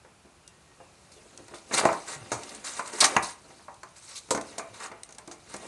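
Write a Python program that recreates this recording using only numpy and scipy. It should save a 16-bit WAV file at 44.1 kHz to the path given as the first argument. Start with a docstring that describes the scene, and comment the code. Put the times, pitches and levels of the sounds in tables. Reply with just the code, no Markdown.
"""A small quiet room: a knife works at a stiff plastic blister pack on a wooden table.
From the start the microphone hears filtered-noise hiss and the pack rubbed by slips; its hollow shell
knocks as ringing modes. Then come faint far whistles of wandering tone, and creases snapping as short
noise bursts. From about 1.1 s the blade tears and scrapes the sheet in dense runs of slips,
and from about 1.7 s the table thuds in low modes. The room answers the pack with diffuse echoes."""
import sys
import numpy as np
from scipy import signal
from scipy.fft import rfft, irfft
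from scipy.io import wavfile
from scipy.ndimage import uniform_filter1d

SR = 44100
rng = np.random.default_rng(int(sys.argv[2]) if len(sys.argv) > 2 else 0)


def inscribe(sig):
    """Save sig as 16-bit PCM at rate SR to the path in sys.argv[1].

    A 1-D sig is mono; a 2-D sig holds one channel per row.
    Samples are clipped to [-1, 1] before scaling.
    """
    pcm = np.round(np.clip(np.atleast_2d(sig).T, -1, 1) * 32767)
    wavfile.write(sys.argv[1], SR, pcm.astype(np.int16))


N = 250461
T = np.arange(N) / SR


def undb(db):
    """Turns decibels into an amplitude factor."""
    return 10 ** (np.asarray(db) / 20)


def unit(x):
    """Scales a signal to rms 1."""
    return x / np.sqrt(np.mean(x ** 2))


def fade(t, t60):
    """Decays exponentially by 60 dB in t60 seconds, 3 ms at least."""
    return np.exp(-np.log(1000) * t / np.maximum(t60, 0.003))


def add(out, start_s, x):
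    """Lays a sound into the track at its start time, cut at the end of the track."""
    i = int(start_s * SR)
    out[i:i + len(x)] += x[:N - i]


def excerpt(x, start_s, length):
    """Takes the stretch of a running noise that begins at start_s, wrapping at the end."""
    return np.roll(x, -int(start_s * SR))[:length]


def colour(x, spectrum):
    """Weights a noise by (f/Hz, level/dB) points, joined along log frequency; rms 1."""
    hz, db = np.transpose(spectrum)
    f = np.maximum(np.arange(len(x) // 2 + 1) * SR / len(x), 1)
    weight = undb(np.interp(np.log(f), np.log(hz), db))
    return unit(irfft(rfft(x) * weight, len(x)))


def lift(x, hz, width, boost):
    """Raises the range round hz by a resonance, its width a share of hz; rms 1."""
    peak = signal.iirpeak(np.clip(hz, 200, 11000), 1 / width, fs=SR)
    return unit(x + boost * signal.lfilter(*peak, x))


# spectrum of the hiss of room and microphone: f/Hz, relative level/dB per Hz
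HISS_SPECTRUM = [(15, -83), (25, -15), (49, -3.5), (180, -6), (281, -15), (355, -9), (394, -15),
                 (794, -13.5), (1370, -14.5), (1920, -21), (2080, -22), (2490, -18), (3500, -22.5),
                 (10400, -25.5), (12500, -47), (16200, -93), (22000, -120)]
HISS_DB = -59  # rms level at the microphone, before its own filters


def hiss():
    """The steady hiss of room and microphone is noise with a fixed spectrum."""
    return undb(HISS_DB) * colour(rng.standard_normal(N), HISS_SPECTRUM)


def slips(rate, scatter_db, smear_s):
    """Noise made of tiny stick-slip releases (rate per s) of uneven size, each with a short tail."""
    released = rng.random(N) < rate / SR
    size = released * undb(scatter_db * np.minimum(rng.exponential(size=N), 3.5))
    keep = np.exp(-1 / (smear_s * SR))
    energy = signal.lfilter([1], [1, -keep], size ** 2)
    return unit(rng.standard_normal(N) * np.sqrt(energy + 1e-9))


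# spectrum of the plastic sheet: f/Hz, relative level/dB per Hz
SHEET_SPECTRUM = [(1290, -21), (2200, -3.5), (2700, -7), (3140, -8), (3430, -6), (3710, -1), (4170, -1),
                  (5230, -3), (5540, -3.5), (6450, -0.5), (7350, -3), (8950, -1), (11200, -14.5),
                  (12500, -42), (16200, -99), (22000, -120)]


def crackle(rate, scatter_db, smear_s, patch_hz=900):
    """Each small patch of the sheet slips on its own and rings in its own narrow range."""
    out = 0
    shared = slips(rate / 3, scatter_db, smear_s)
    for hz in np.arange(2000, 12000, patch_hz):
        band = signal.butter(2, [hz, hz + patch_hz], "band", fs=SR, output="sos")
        patch = slips(rate / 4, scatter_db, 2 * smear_s) + 0.36 * shared
        out = out + signal.sosfilt(band, patch)
    return colour(out, SHEET_SPECTRUM)


# modes of the hollow shell: f/Hz, relative level/dB, free ring t60/s (scaled where it is played)
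SHELL_MODES = [(208.5, -5.5, 0.07), (290.7, -1.5, 0.054), (352.4, -2, 0.054), (443, -2.5, 0.087),
               (516, -1, 0.053), (612, -1.5, 0.062), (668, -2.5, 0.099), (790.5, -1.5, 0.054),
               (853, -6, 0.085), (932.5, 0, 0.056), (1040.5, -5, 0.11), (1073, 0.5, 0.031), (1194, 0, 0.04),
               (1309, -2, 0.049), (1419, -2, 0.051), (1510, -1, 0.036), (1640, -2, 0.038),
               (1757, -6.5, 0.063), (1891, -2, 0.064), (2115, -3, 0.068), (2342, -5.5, 0.13),
               (2780, 0, 0.012)]


def shell(push, damping):
    """All modes of the shell rung by a running force; hands on it shorten the ring."""
    out = 0
    for k, (hz, db, t60) in enumerate(SHELL_MODES):
        pole = fade(1 / SR, t60 * damping) * np.exp(2j * np.pi * hz / SR)
        ring = signal.lfilter([1], [1, -pole], push).imag
        out = out + (-1) ** k * undb(db) * np.sqrt(1 - abs(pole)) * ring  # signs alternate
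    return unit(out)


RUB_TREBLE_DB = -6.5  # treble of the shell rumble against its bass
# blade, fingers and table rub the pack: t/s, sheet hiss level/dB, shell rumble level/dB
RUB_LEVELS = [(0.0, -76, -69), (1.41, -60, -55.5), (1.66, -60, -58), (1.77, -38.5, -31.5),
              (1.96, -47.5, -50), (2.12, -57, -47.5), (2.53, -48.5, -43), (2.72, -63, -57),
              (2.88, -63, -51), (3.01, -41, -40.5), (3.14, -42.5, -35.5), (3.29, -64, -62),
              (3.51, -58.5, -53.5), (3.78, -65.5, -73), (4.22, -58.5, -66), (4.49, -53, -47),
              (4.76, -62, -52), (5.08, -67.5, -57.5), (5.39, -63, -58.5), (5.68, -49.5, -41)]


def rub(dull_hz=700):
    """Slow handling: finer slips in the sheet; soft skin shakes the shell dully."""
    s, *columns = np.transpose(RUB_LEVELS)
    sheet_db, shell_db = (np.interp(T, s, column) for column in columns)
    body = shell(slips(500, 1.6, 0.0028), 0.68)
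    dull = signal.sosfilt(signal.butter(2, dull_hz, fs=SR, output="sos"), body)
    rumble = dull + undb(RUB_TREBLE_DB) * (body - dull)
    return undb(sheet_db) * crackle(900, 2.9, 0.0023) + undb(shell_db) * rumble


RATTLE = 0.045  # line width of a knocked mode over its frequency
KNOCK_RING, KNOCK_RING_PER_DB = 0.76, 0.05  # ring in free ring times at 0 dB; gentler knocks ring longer
BITE_DB, BITE_T60_S = -1, 0.033  # the first contact is louder than the ring that follows
# the shell knocks on table, blade or hand: t/s, peak level/dB, centre f/Hz, treble fall/dB per octave
KNOCK_EVENTS = [(0.048, -43, 464, 4.5), (0.248, -46.5, 300, 9), (0.802, -40.5, 620, 8.5),
                (1.165, -50, 506, 17), (1.254, -49, 433, 23), (1.384, -43.5, 406, 6), (1.401, -42, 360, 21),
                (1.481, -42, 470, 0), (1.513, -41.5, 474, 9), (1.537, -31.5, 446, 4),
                (1.711, -26.5, 335, 0), (1.735, -23.5, 444, 5.5), (1.809, -17.5, 540, 3),
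                (1.835, -16.5, 630, 9), (1.8536, -5, 680, 7.5), (1.866, -22, 937, 14),
                (1.888, -15.5, 1000, 7), (1.93, -24, 950, 9), (2.318, -18.5, 760, 6.5),
                (2.7937, -17.5, 770, 5), (2.936, -34.5, 458, 9), (3.025, -13, 890, 2),
                (3.045, -11, 1580, 12), (3.15, -29, 1010, 11), (3.165, -6, 642, 0), (3.449, -48.5, 641, 12),
                (3.505, -42.5, 560, 3), (3.595, -43.5, 553, 3), (3.682, -32.5, 900, 9),
                (3.744, -55, 760, 17), (3.832, -33.5, 1260, 12), (4.288, -42, 460, 7),
                (4.309, -15, 556, 9.5), (4.347, -20, 286, 3), (4.376, -25.5, 306, 3),
                (4.582, -26.5, 720, 8.5), (4.594, -25.5, 730, 1.5), (4.915, -33.5, 643, 4),
                (5.091, -41.5, 805, 6), (5.183, -39.5, 646, 0.5), (5.277, -35.5, 347, 5.5),
                (5.312, -38, 690, 2.5), (5.542, -30, 250, 0.5), (5.632, -39, 790, 17)]


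def knocks(spread_db=3, contact_s=0.00075):
    """Each knock rings the modes near its centre most; the spot struck sets their shares anew."""
    out, t = np.zeros(N), T[:SR // 4]
    hz, db, t60 = (c[:, None] for c in np.transpose(SHELL_MODES))
    chance = rng.standard_normal((len(KNOCK_EVENTS), 2, len(SHELL_MODES), 1))
    for (s, peak_db, centre_hz, soft_db), (gain, lag) in zip(KNOCK_EVENTS, chance):
        octaves = np.log2(hz / centre_hz)
        # a softer contact starves the upper modes; below the centre they fall 7 dB per octave
        tilt_db = np.where(octaves > 0, soft_db, -7) * octaves
        share = undb(db + spread_db * gain - tilt_db)
        # the loose, flexing shell rattles, so each mode's phase wanders
        steps = rng.standard_normal((len(SHELL_MODES), len(t)))
        drift = np.cumsum(steps, axis=1) * np.sqrt(2 * np.pi * RATTLE * hz / SR)
        drift = uniform_filter1d(drift, size=40, axis=1)
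        ring_t60 = t60 * (KNOCK_RING - KNOCK_RING_PER_DB * peak_db)
        ring = np.sin(2 * np.pi * hz * t + 0.7 * lag + drift) * fade(t, ring_t60)
        knock = np.sum(share * ring, axis=0) * (1 - np.exp(-t / contact_s))
        knock = knock * (1 + undb(BITE_DB) * fade(t, BITE_T60_S))
        add(out, s, undb(peak_db) * knock / np.abs(knock).max())
    return out


# faint far whistles, perhaps birds: t/s, length/s, from f/Hz, to f/Hz, level at mid-length/dB
WHISTLE_EVENTS = [(.49, .11, 1870, 1870, -70), (.65, .12, 1870, 1870, -69), (.43, .1, 2900, 2700, -68),
                  (.79, .13, 2900, 2450, -67), (.92, .08, 2450, 2400, -73), (1.16, .08, 2900, 2450, -68),
                  (1.14, .07, 3700, 3300, -68)]


def whistles(blur_hz=12, glide_blur=0.12):
    """Soft far-off tones whose phase wanders, the more the further they glide down."""
    out = np.zeros(N)
    for s, length, from_hz, to_hz, db in WHISTLE_EVENTS:
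        u = T[:int(length * SR)] / length
        width = blur_hz + glide_blur * (from_hz - to_hz)
        wander = np.sqrt(2 * np.pi * width / SR) * rng.standard_normal(len(u))
        pitch_hz = from_hz + (to_hz - from_hz) * u
        phase = np.cumsum(2 * np.pi * pitch_hz / SR + wander)
        swell = np.sqrt(2 * np.sin(np.pi * u))
        add(out, s, undb(db) * swell * np.sin(phase))
    return out


# creases snap: t/s, level/dB (before a common 5.5 dB cut), centre f/Hz, t60/s
SNAP_EVENTS = [(0.477, -30, 8600, 0.016), (1.118, -43, 5100, 0.063), (1.3755, -30.5, 6170, 0.02),
               (1.481, -38, 5850, 0.03), (1.542, -39, 3530, 0.21), (1.5827, -43, 4020, 0.024),
               (1.745, -24, 3800, 0.034), (1.8517, -22.5, 6600, 0.072), (1.87, -30, 7500, 0.035),
               (1.928, -29, 6640, 0.038), (2.3172, -25, 6600, 0.17), (2.4336, -30, 5200, 0.033),
               (2.4924, -30, 4250, 0.029), (2.5474, -33.5, 8640, 0.065), (2.793, -31.5, 7000, 0.047),
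               (2.8753, -30, 8000, 0.043), (3.1398, -37, 8940, 0.035), (3.1652, -15.5, 6440, 0.028),
               (3.7425, -44.5, 8620, 0.032), (3.832, -32, 7040, 0.025), (3.8863, -46, 7030, 0.037),
               (4.288, -43, 5750, 0.017), (4.3064, -14.5, 7700, 0.084), (4.348, -26, 6700, 0.075),
               (4.374, -27.5, 6000, 0.032), (4.4112, -26, 8100, 0.024), (4.581, -24.5, 6840, 0.073),
               (4.916, -44, 4610, 0.04), (5.033, -25.5, 8550, 0.017), (5.09, -41, 6430, 0.035),
               (5.1064, -42, 7010, 0.03), (5.1242, -35, 6640, 0.025), (5.1472, -40, 6580, 0.032),
               (5.1834, -29, 7600, 0.024), (5.2756, -33.5, 8290, 0.03), (5.3123, -35.5, 6460, 0.11),
               (5.5398, -30.5, 6250, 0.059), (5.5642, -31, 8780, 0.033)]


def snaps(width=0.2, rise_s=0.0003):
    """Each snap is a short noise burst of the sheet, lifted round its own centre."""
    out, t = np.zeros(N), T[:SR // 5]
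    sheet = colour(rng.standard_normal(N), SHEET_SPECTRUM)
    for s, db, hz, t60 in SNAP_EVENTS:
        burst = lift(excerpt(sheet, s, len(t)), hz, width, 1.1)
        shape = fade(t, t60) * (1 - np.exp(-t / rise_s)) ** 2
        add(out, s, undb(db - 5.5) * burst * shape)
    return out


TEAR_RISE_SHARE, TEAR_SHELL_HZ = 0.38, 1310  # part of the stroke spent rising; where the shell is lifted
# the blade rips or an edge scrapes along the sheet: start t/s, sheet level/dB, stroke/s, t60/s,
# shell level/dB against the sheet, lifted f/Hz of the sheet
TEAR_EVENTS = [(1.11, -57.5, 0.032, 0.28, -27, 4500), (1.711, -33.5, 0.052, 0.11, -1, 6200),
               (1.736, -25.5, 0.012, 0.029, -8.5, 6330), (1.765, -24, 0.03, 0.08, -3, 4250),
               (2.041, -40.5, 0.106, 0.12, -4, 7450), (2.635, -36.5, 0.035, 0.62, -6.5, 7500),
               (2.755, -46.5, 0.045, 0.07, 0, 8200), (2.84, -47.5, 0.06, 0.11, -1.5, 8200),
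               (2.91, -42, 0.061, 0.091, -4, 8150), (2.976, -41, 0.023, 0.044, 0, 7000),
               (3.003, -15.5, 0.0068, 0.05, -17.5, 5750), (3.011, -19, 0.0081, 0.14, -10.5, 4420),
               (3.038, -19, 0.0096, 0.086, -6, 5500), (3.221, -33.5, 0.017, 0.25, -16, 9000),
               (3.27, -49.5, 0.052, 0.048, -2, 8850), (3.949, -52.5, 0.038, 0.13, -7.5, 8600),
               (4.008, -52.5, 0.048, 0.15, -8.5, 8060), (4.059, -47.5, 0.082, 0.12, -7.5, 5600),
               (4.144, -40.5, 0.039, 0.082, -17, 4030), (4.724, -51, 0.052, 0.27, -1, 3840),
               (4.79, -47.5, 0.037, 0.066, 2.5, 6700), (4.82, -43.5, 0.042, 0.088, 2.5, 6740),
               (5.47, -50.5, 0.079, .08, -2, 8500)]


def tears():
    """A rip is a dense run of slips: it hisses in the sheet and shakes the shell."""
    out, t = np.zeros(N), T[:SR // 2]
    sheet = crackle(1500, 2.8, 0.0011)
    body = shell(slips(980, 1.9, 0.0073), 0.64)
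    for s, db, stroke, t60, shell_db, sheet_hz in TEAR_EVENTS:
        rise = max(TEAR_RISE_SHARE * stroke, 0.001)
        shape = np.clip(t / rise, 0, 1) ** 2 * fade(np.maximum(t - stroke, 0), t60)
        rip = lift(excerpt(sheet, s, len(t)), sheet_hz, 0.17, 0.77)
        shake = lift(excerpt(body, s, len(t)), TEAR_SHELL_HZ, 0.97, 2.15)
        add(out, s, undb(db) * shape * (rip + undb(shell_db) * shake))
    return out


# modes of the wooden table top: f/Hz, t60/s
TABLE_MODES = [(113, 0.21), (148, 0.11), (200, 0.14)]
# the table top thuds as the pack lands or drags: t/s, level/dB, favoured f/Hz
THUD_EVENTS = [(1.747, -39, 150), (1.852, -44, 200), (2.161, -39, 150), (2.212, -40.5, 112),
               (2.319, -38, 112), (2.343, -38, 112), (4.306, -39, 200), (4.582, -45, 200),
               (4.701, -49, 112), (5.541, -42, 200)]


def thuds(rise_s=0.0019, fall_db=45):
    """A dull low ring of the wood; the spot struck favours the modes near its pitch."""
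    out, t = np.zeros(N), T[:SR // 2]
    hz, t60 = (c[:, None] for c in np.transpose(TABLE_MODES))
    rings = np.sin(2 * np.pi * hz * t) * fade(t, t60) * (1 - np.exp(-t / rise_s))
    for s, level_db, spot_hz in THUD_EVENTS:
        mode_db = level_db - fall_db * np.abs(np.log2(hz / spot_hz))  # fall per octave off the pitch
        add(out, s, np.sum(undb(mode_db) * rings, axis=0))
    return out


ROOM_T60_S, ROOM_TREBLE_T60_S, ROOM_DB = 0.34, 0.14, -13.5


def room(x, gap_s=0.00762):
    """Diffuse echoes of the small room after a short gap; the treble dies sooner."""
    t = T[:SR // 2]
    noise = rng.standard_normal(len(t))
    low = signal.sosfilt(signal.butter(2, 2500, fs=SR, output="sos"), noise)
    echo = low * fade(t, ROOM_T60_S) + (noise - low) * fade(t, ROOM_TREBLE_T60_S)
    echo = echo * (t > gap_s)
    echo = echo / np.sqrt(np.sum(echo ** 2) * 2500 / (SR / 2) * 4)  # level set by its energy
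    return undb(ROOM_DB) * signal.fftconvolve(x, echo)[:N]


def scene():
    """The pack on its table with the room's echoes, far whistles and hiss."""
    # so small a shell radiates no deep bass
    no_bass = signal.butter(1, 70, "high", fs=SR, output="sos")
    plastic = signal.sosfilt(no_bass, rub() + knocks() + snaps() + tears())
    pack = plastic + thuds()
    return (pack + room(pack) + whistles() + hiss())[None]


TOP_HZ = 12500  # upper limit of the recorder


def record(dry):
    """The microphone loses the deep bass and dips near 3 kHz; the recorder cuts the top."""
    dry = signal.sosfilt(signal.butter(3, 55, "high", fs=SR, output="sos"), dry)
    dry = dry - 0.09 * signal.lfilter(*signal.iirpeak(3200, 4.5, fs=SR), dry)
    return signal.sosfilt(signal.ellip(10, 0.2, 70, TOP_HZ, fs=SR, output="sos"), dry)


dry = scene()
out = record(dry)
inscribe(out)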